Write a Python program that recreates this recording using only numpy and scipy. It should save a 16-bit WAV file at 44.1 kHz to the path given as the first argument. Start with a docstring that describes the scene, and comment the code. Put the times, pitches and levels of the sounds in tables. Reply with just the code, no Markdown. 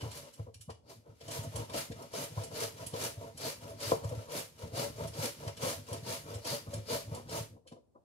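"""A carrot is pushed back and forth over the julienne blades of a hand-held plastic slicer in a small room.
It opens with a thump, a knock and a soft slide; then cut follows cut, most with a softer slide between them.
Each cut is a dense crackle of grains with singing blades, and its stick-slip shakes the modes of the frame.
All along, pushes thump the frame, contacts knock it and shreds snap as noise bursts over the blade modes.
A few light taps follow the last stroke; faint filtered room noise lies under everything."""
import sys
import numpy as np
from scipy import signal
from scipy.fft import rfft, irfft, next_fast_len
from scipy.io import wavfile
from scipy.ndimage import uniform_filter1d, map_coordinates

SR = 44100
rng = np.random.default_rng(int(sys.argv[2]) if len(sys.argv) > 2 else 0)


def wav_out(sig):
    """Save sig, one row per channel (or a flat mono array), as 16-bit PCM at SR to the path in sys.argv[1]."""
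    wavfile.write(sys.argv[1], SR, np.round(np.clip(np.atleast_2d(sig).T, -1, 1) * 32767).astype(np.int16))


N = 354563
CONTROL_STEP = 32  # samples between control points of a stroke


def undb(db):
    """Decibels to gain."""
    return 10 ** (np.asarray(db) / 20)


def unit(x):
    """Scale to an rms of 1."""
    return x / np.sqrt(np.mean(x ** 2))


def colour(x, points):
    """Filter by a spectrum of (frequency [Hz], level [dB]) points, joined on a log frequency axis."""
    hz, db = np.transpose(points)
    size = next_fast_len(N + 4096)
    f = np.maximum(np.fft.rfftfreq(size, 1 / SR), 1)
    gain = undb(np.interp(np.log(f), np.log(hz), db))
    return irfft(rfft(x, size) * gain, size)[..., :N]


def pass_filter(x, hz, kind, order=2):
    """Low-pass or high-pass."""
    sos = signal.butter(order, min(hz, .45 * SR), kind, fs=SR, output="sos")
    return signal.sosfilt(sos, x + 1e-18)


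def band(x, hz, width):
    """One resonance, gain 1 at its centre."""
    hz = min(hz, .45 * SR)
    return signal.lfilter(*signal.iirpeak(hz, hz / min(width, SR / 3), fs=SR), x + 1e-18)


def ring(x, modes):
    """A body that rings with its modes."""
    return sum(undb(db) * band(x, hz, width) for hz, width, db in modes)


def add(track, s, sound, db):
    """Lay a sound into the track at a time; db is the peak of its envelope."""
    start = int(s * SR)
    peak = np.sqrt(2 * uniform_filter1d(sound ** 2, size=200).max())
    part = sound[max(-start, 0):N - start]
    start = max(start, 0)
    track[start:start + len(part)] += undb(db) * part / peak


def flutter(rate, depth_db):
    """A gain that wanders at random, rate times a second."""
    steps = rng.standard_normal(N // 16)
    return undb(depth_db * np.interp(np.arange(N) / SR * rate, np.arange(len(steps)), steps))


def grains(rate, spread_db):
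    """Random tiny fractures, rate per second, a few much larger than the rest."""
    hit = rng.random(N) < rate / SR
    size = undb(spread_db * np.minimum(rng.exponential(size=N), 4))
    return unit(hit * size * rng.choice([-1, 1], N))


# colour of the quiet room: (frequency [Hz], level [dB])
AIR_COLOUR = [(25, -16.5), (45, -13.5), (70, 9), (130, -2.5), (300, -3.5), (600, -8), (1200, -26),
              (2000, -36), (8000, -34), (16000, -47.5)]


def air():
    """Faint, diffuse room noise: independent coloured noise in each channel."""
    return undb(-71.5) * unit(colour(rng.standard_normal((2, N)), AIR_COLOUR))


PORT_LAG_MS = 0.289  # direct sound reaches the right port this much later


def room(x, near_db, tail_db, t60, near_s=0.0087):
    """Direct sound reaches the left port first; desk and hands scatter it, then the walls answer."""
    t = np.arange(SR // 2) / SR
    near, tail = rng.standard_normal((2, 2, len(t)))
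    near = pass_filter(near * np.exp(-t / near_s) * (t > .001), 550, "high")
    tail = tail * np.exp(-np.log(1000) * t / t60) * (t > .007)
    tail = pass_filter(pass_filter(tail, 200, "high"), 16000, "low", order=1)
    response = (undb(near_db) * unit(near) + undb(tail_db) * unit(tail)) / np.sqrt(len(t))
    late = map_coordinates(x, [np.arange(N) - PORT_LAG_MS * SR / 1000], order=3)
    return np.array([x, late]) + signal.fftconvolve(x[None], response, axes=1)[:, :N]


# modes of the plastic frame: (frequency [Hz], width [Hz], level [dB])
FRAME_MODES = [(83.4, 2.5, 0.5), (108, 18.1, 3.5), (152.8, 38.5, -2), (240.8, 28, -3), (317, 50, -8),
               (381.4, 19, -5), (451.3, 33.4, 3.5), (505.5, 33, 2), (570.3, 18, 3.5), (663.6, 16.2, 2),
               (790, 120, -13.5), (930.4, 59, -4.5), (995, 48, -7), (1091, 60, -10.5), (1276, 110, -15)]


def ring_frame(force):
    """The plastic frame answers a force with all its modes."""
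    return ring(force, FRAME_MODES)


def rumble(judder_db, hold_s=0.41):
    """While the hand works, the frame keeps rocking faintly on its support."""
    work = np.sqrt(np.maximum(uniform_filter1d(undb(judder_db) ** 2, int(hold_s * SR) + 1), 0))
    sway = pass_filter(rng.standard_normal(N), 150, "low") * flutter(rate=31, depth_db=7.5)
    return undb(-6) * work * unit(ring_frame(sway) + undb(-11) * sway)


# the frame rocks under the hand:
# (time [s], peak level before the common trim [dB], pitch of the push [Hz])
THUMPS = [(0.027, -29, 94.4), (0.061, -32, 106), (0.396, -28, 113), (0.473, -42, 101), (0.557, -44, 83.4),
          (0.6, -44.5, 96.9), (0.679, -35, 163), (0.702, -38, 86.1), (1.227, -46, 116), (1.388, -26.5, 120),
          (1.469, -30, 108), (1.546, -30.5, 105), (1.59, -30, 119), (2.372, -24, 120), (2.933, -32, 153),
          (3.174, -32.5, 108), (3.7, -40, 87), (3.868, -32, 99.6), (3.921, -26, 124), (4.048, -23.5, 111),
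          (4.118, -30.5, 109), (4.172, -29.5, 103), (4.635, -35, 118), (4.732, -33, 136.6),
          (5.013, -29, 112), (5.048, -27, 132), (5.187, -28, 138), (5.468, -28, 116), (5.626, -33.5, 124),
          (5.914, -29, 117), (5.973, -36, 114), (6.026, -35.5, 135), (6.354, -32.5, 99), (6.674, -33, 108),
          (6.745, -30.5, 108), (7.073, -36, 101), (7.117, -26.5, 134), (7.381, -43.5, 137),
          (7.404, -29.5, 140), (7.565, -49.5, 160), (7.719, -39, 215)]


def thumps(push_cycles=0.7, delay_s=0.0077):
    """A soft push and release rocks the low modes of the frame."""
    out, t = np.zeros(N), np.arange(SR // 4) / SR
    for s, db, hz in THUMPS:
        turn = (t - delay_s) * hz  # cycles from the middle of the push
        push = np.sin(2 * np.pi * turn) * np.exp(-(turn / push_cycles) ** 2)
        add(out, s - .003, ring_frame(push), db - 2.5)
    return out


# the carrot bumps the plastic:
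# (time [s], peak level before the common trim [dB], share of the upper modes before upper_db [dB])
KNOCKS = [(0.011, -49.5, 4.5), (0.394, -43, -7.5), (0.471, -44, -14), (0.694, -36.5, -2), (1.064, -51, -15),
          (1.21, -45.5, -20), (1.284, -38.5, -12), (1.59, -58, -11), (1.698, -44.5, 2),
          (1.743, -30.5, -16.5), (1.913, -42, -14), (2.137, -33, -9), (2.374, -38, 6), (2.514, -41, -5),
          (2.939, -31.5, -10.5), (3.918, -15.5, -8), (3.945, -35.5, 0.5), (4.044, -37.5, -1),
          (4.121, -35, -13.5), (4.283, -42.5, -8), (4.733, -40.5, -10), (5.48, -40, 13), (5.648, -34, -8.5),
          (5.886, -40, -7), (5.922, -40.5, -7), (6.452, -37.5, -11), (6.671, -45, -3), (7.564, -56, -11),
          (7.661, -56, -29), (7.719, -46, -9), (7.765, -50.5, -18), (7.957, -50.5, -5.5), (7.973, -66, -12)]


def knocks(lead_s=0.0047, chatter_s=0.013, chatter_db=-24, softness=0.79, upper_db=1.5):
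    """A contact with a short chatter rings the frame; light touches scuff into it, hard blows land cleanly."""
    out, t = np.zeros(N), (np.arange(SR // 4) - SR // 50) / SR  # contact at t = 0
    scuff = np.exp(-np.abs(t) / np.where(t < 0, lead_s, chatter_s))
    noises = rng.standard_normal((len(KNOCKS), len(t)))
    for (s, db, hard_db), noise in zip(KNOCKS, noises):
        # the weaker the knock, the more chatter beside the click
        force = (t == 0) + undb(chatter_db - softness * (db + 33.5)) * noise * scuff
        force = pass_filter(pass_filter(force, 360, "high"), 1000, "low", order=5)
        sound = ring_frame(force)
        lower = pass_filter(sound, 660, "low", order=3)
        upper = pass_filter(sound, 530, "high", order=3)
        add(out, s + t[0], unit(lower) + undb(hard_db + upper_db) * unit(upper), db - 2)
    return out


def judder(judder_db):
    """The carrot sticks and slips on the plastic; as it travels it drives now one mode, now another."""
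    slips = pass_filter(grains(rate=1300, spread_db=4.0) * flutter(rate=97, depth_db=1.5), 88, "high")
    force = slips * undb(judder_db + 2.5)
    modes = np.zeros(N)
    for k, mode in enumerate(FRAME_MODES):
        swing = (-1) ** k  # neighbouring modes swing in opposite directions
        modes += swing * ring(force * flutter(rate=11, depth_db=3.5), [mode])
    return modes / np.std(ring_frame(slips))


# modes of the blade plate: (frequency [Hz], width [Hz], level [dB])
BLADE_MODES = [(2103, 19, -2), (2350, 33, -2), (2946, 140, -2.5), (4350, 70, -12), (5330, 89, -4.5),
               (7650, 64, -6), (10450, 310, -7.5)]


def ring_blades(force):
    """The blade plate answers a force with all its modes."""
    return ring(force, BLADE_MODES)


# shreds snap off on the blades:
# (time [s], peak level before the common trim [dB], centre frequency [Hz])
SNAPS = [(0.01, -41, 2860), (0.114, -41.5, 3950), (0.172, -44, 7000), (0.334, -48.5, 7950),
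         (0.541, -45, 6200), (0.609, -44, 9150), (0.698, -43.5, 3060), (1.207, -47.5, 3120),
         (1.282, -40, 4750), (1.309, -36, 6390), (1.430, -44, 9000), (1.558, -33.5, 7840),
         (1.695, -42, 3200), (1.737, -35, 3050), (1.914, -42.5, 2970), (2.022, -46, 10500),
         (2.134, -40, 4500), (2.435, -37, 7190), (2.555, -40, 4100), (2.864, -33.5, 10400),
         (2.936, -41.5, 3500), (3.374, -40, 7840), (3.693, -51, 8000), (3.803, -39.5, 4190),
         (4.039, -44.5, 5000), (4.088, -45, 7000), (4.75, -46, 2790), (5.073, -41, 8030),
         (5.133, -44.5, 4500), (5.477, -37, 2940), (5.569, -42, 4300), (5.886, -46.5, 5400),
         (5.930, -36, 6870), (6.342, -42, 5500), (6.448, -37, 4440), (6.736, -36, 6500), (7.148, -38, 7000),
         (7.290, -41.5, 4470), (7.674, -48.5, 3980), (7.719, -55.5, 3000)]


def snaps(t60=0.038, ragged_db=4.0):
    """A shred stretches, tears free in a short ragged burst and flicks the blade plate."""
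    out, t = np.zeros(N), np.arange(SR // 5) / SR - .02
    swell = 1 / (1 + np.exp(-(t - .003) / .0022)) + .06
    shape = swell * np.exp(-np.log(1000) * np.abs(t) / t60)
    draws = rng.standard_normal((len(SNAPS), 2, len(t)))
    for (s, db, hz), (noise, tear) in zip(SNAPS, draws):
        ragged = undb(ragged_db * np.interp((t - t[0]) * 300, np.arange(len(t)), tear))
        burst = band(noise * ragged * shape, hz, 1.16 * hz)
        burst = burst + undb(6.5) * ring_blades(burst)
        burst = pass_filter(pass_filter(burst, 1100, "high"), 11000, "low", order=4)
        add(out, s + t[0], burst, db - 9.0)
    return out


# the strongest resonance of the blades, and the width of each of its two bands in series
SING_HZ, SING_WIDTH_HZ = 4570, 1500
# colour of the bursting cells: (frequency [Hz], level [dB])
CRUNCH_COLOUR = [(300, 2.5), (900, 1.5), (1600, 0.5), (2600, 1.5), (4400, 0), (6200, 0), (8200, -4.5),
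                 (10500, -7), (12200, -7), (13500, -11.5), (15800, -16)]


def rasp(rasp_db, fizz_db, sing_db):
    """Cells burst in uneven bunches at one spot of the blades; a firm bite makes them sing, a fast cut fizzes."""
    cells = colour(grains(rate=3000, spread_db=3.0) * flutter(rate=280, depth_db=4.5), CRUNCH_COLOUR)
    fibres = colour(grains(rate=160, spread_db=1.0), CRUNCH_COLOUR)  # tougher fibres tear one by one
    cells = cells + undb(-5.0) * fibres
    cells = cells + undb(-13.0) * flutter(rate=21, depth_db=4.5) * ring_blades(cells)
    coarse = pass_filter(cells, 5650, "low", order=3)
    fine = pass_filter(cells, 7550, "high", order=3)
    fine_share = np.clip(undb(fizz_db) ** 2, 0, .85)
    crackle = np.sqrt(1 - fine_share) * unit(coarse) + np.sqrt(fine_share) * unit(fine)
    sing = grains(rate=2900, spread_db=2.0)
    for _ in range(2):
        sing = band(sing, SING_HZ, SING_WIDTH_HZ)
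    # the singing stands out only when the bite lifts it above the crackle
    sing_share = np.maximum(undb(sing_db) ** 2 - undb(-12.5) ** 2, 0)
    return undb(rasp_db - 5.5) * (crackle + undb(-4.0) * np.sqrt(sing_share) * unit(sing))


def stroke(s, length, rise, fall):
    """Progress 0-1 of a stroke, and its envelope in dB: rise, hold, fall (slopes in dB per s)."""
    t = np.arange(0, N, CONTROL_STEP) / SR - s
    edge_db = -rise * np.maximum(-t, 0) - fall * np.maximum(t - length, 0)
    return np.clip(t / length, 0, 1), edge_db


JUDDER_RISE, JUDDER_FALL = 350, 287  # dB per s, for cuts and slides alike
SLIDE_RISE, SLIDE_FALL = 170, 158  # dB per s
SLIDE_FIZZ_DB = -7  # a light slide fizzes a little and does not make the blades sing
# the carrot slides over the plastic without cutting, mostly on its way back; levels before trims:
# (time [s], length [s], rasp level [dB], frame judder level [dB])
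SLIDES = [(0.024, 0.036, -55.5, -44), (0.23, 0.04, -61, -55), (0.378, 0.023, -66.5, -60.5),
          (1.075, 0.032, -76.5, -59), (1.251, 0.025, -59.5, -60.5), (1.398, 0.06, -58, -49.5),
          (1.562, 0.04, -52, -41.5), (1.984, 0.051, -59.5, -47), (2.385, 0.035, -52.5, -44.5),
          (2.789, 0.052, -55, -47.5), (3.21, 0.059, -60, -47.5), (3.639, 0.065, -58, -47.5),
          (4.04, 0.18, -58.5, -48.5), (4.617, 0.02, -56.5, -46), (5.006, 0.034, -51.5, -42),
          (5.414, 0.066, -54.5, -45.5), (5.925, 0.014, -51, -41), (6.289, 0.062, -55, -44.5),
          (6.729, 0.031, -55.5, -46), (7.132, 0.035, -56.5, -42.5)]


def slides():
    """Power of rasp, fizz, singing and judder as the carrot rubs over the plastic uncut."""
    power = 0
    for s, length, rasp_db, judder_db in SLIDES:
        db = rasp_db + stroke(s, length, SLIDE_RISE, SLIDE_FALL)[1]
        shake_db = judder_db + stroke(s, length, JUDDER_RISE, JUDDER_FALL)[1]
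        silent_db = np.full_like(db, -np.inf)
        power = power + undb([db, db + SLIDE_FIZZ_DB, silent_db, shake_db]) ** 2
    return power


CUT_RISE, CUT_FALL = 426, 240  # dB per s
JUDDER_SWELL = 0.6  # share of the swell of a cut that the frame follows
# the carrot speeds up through a cut: the share of fine fizz grows and the singing of the blades fades
BITE_FIZZ_DB, EXIT_FIZZ_DB, SING_FADE_DB = -6, -4, -5.5
# the carrot is pushed through the blades; levels before trims:
# (time of the bite [s], length [s], rasp level at the exit [dB], swell from bite to exit [dB],
#  frame judder level at the exit [dB], share of the singing blade at the bite [dB])
CUTS = [(0.111, 0.062, -49.5, 8, -51.5, -0.5), (0.892, 0.0039, -55.5, 8.5, -49, 4),
        (1.314, 0.046, -44.5, 1.5, -42.5, -8), (1.751, 0.033, -39, 4.5, -39, -2),
        (2.154, 0.071, -43, 2.5, -40.5, -4), (2.548, 0.086, -41.5, 6, -40, -2),
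        (2.946, 0.1, -39.5, 11.5, -38.5, -4), (3.405, 0.065, -39.5, 9, -39.5, 2),
        (3.823, 0.073, -41, 2.5, -40.5, 0), (4.32, 0.054, -39.5, 7, -39, -12),
        (4.77, 0.065, -42.5, -1, -37, -1), (5.146, 0.095, -37, 17, -36, -1.5),
        (5.625, 0.074, -39, 3.5, -36.5, -5.5), (6.069, .062, -40.5, 5.5, -40, -1),
        (6.472, 0.061, -41, 2, -41, 3.5), (6.902, 0.041, -38.5, 4, -36.5, 1.5),
        (7.315, 0.061, -43.5, 4.5, -39, -1.5)]


def cuts():
    """Power of rasp, fizz, singing and judder as the carrot is driven through the blades."""
    power = 0
    for s, length, rasp_db, swell_db, judder_db, sing_db in CUTS:
        progress, edge_db = stroke(s, length, CUT_RISE, CUT_FALL)
        effort_db = swell_db * (progress - 1)
        db = rasp_db + effort_db + edge_db
        fizz_db = BITE_FIZZ_DB + (EXIT_FIZZ_DB - BITE_FIZZ_DB) * progress
        fading_sing_db = sing_db + SING_FADE_DB * progress
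        shake_edge_db = stroke(s, length, JUDDER_RISE, JUDDER_FALL)[1]
        shake_db = judder_db + JUDDER_SWELL * effort_db + shake_edge_db
        power = power + undb([db, db + fizz_db, db + fading_sing_db, shake_db]) ** 2
    return power


def hand():
    """Cuts and slides add up to four controls in dB: rasp, its shares of fizz and singing, and frame judder."""
    levels_db = 10 * np.log10(cuts() + slides() + 1e-18)
    n, points = np.arange(N), np.arange(0, N, CONTROL_STEP)
    total, fizz, sing, shake = (np.interp(n, points, db) for db in levels_db)
    return total, fizz - total, sing - total, shake


def scene(blade_spots=4, frame_spots=2):
    """Blades and frame sound together; several spots on each radiate along their own paths through the room."""
    rasp_db, fizz_db, sing_db, judder_db = hand()
    # thumps, knocks and rumble share one path, with strong close reflections and a faint, longer room tail
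    blows = thumps() + knocks() + rumble(judder_db)
    blows = room(blows, near_db=3.5, tail_db=-11.5, t60=0.44, near_s=0.0055)
    frame = [judder(judder_db) / np.sqrt(frame_spots) for _ in range(frame_spots)]
    hollow = sum(room(x, near_db=-4, tail_db=-15.5, t60=0.28, near_s=0.0087) for x in frame)
    blades = [rasp(rasp_db, fizz_db, sing_db) / np.sqrt(blade_spots) for _ in range(blade_spots)]
    blades.append(snaps())
    bright = sum(room(x, near_db=4.5, tail_db=0.5, t60=0.26, near_s=0.0053) for x in blades)
    return air() + blows + hollow + bright


TOP_HZ = 15650  # upper edge of the sound
# colour of the two microphone ports: (frequency [Hz], left minus right level [dB])
PORT_COLOUR = [(100, 1), (450, -1), (1000, 1.5), (2500, 2.5), (4700, 5.5), (6300, 1), (8000, -5.5),
               (10000, -12), (15000, -8.5)]


def record(dry):
    """Each port has its own colour; the deepest bass and the top are cut."""
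    ports = []
    for x, side in zip(dry, (1, -1)):
        ports.append(colour(x, [(hz, side * db / 2) for hz, db in PORT_COLOUR]))
    lean = pass_filter(np.array(ports), 69, "high")
    return signal.sosfilt(signal.ellip(10, .2, 70, TOP_HZ, fs=SR, output="sos"), lean)


dry = scene()
out = record(dry)
wav_out(out)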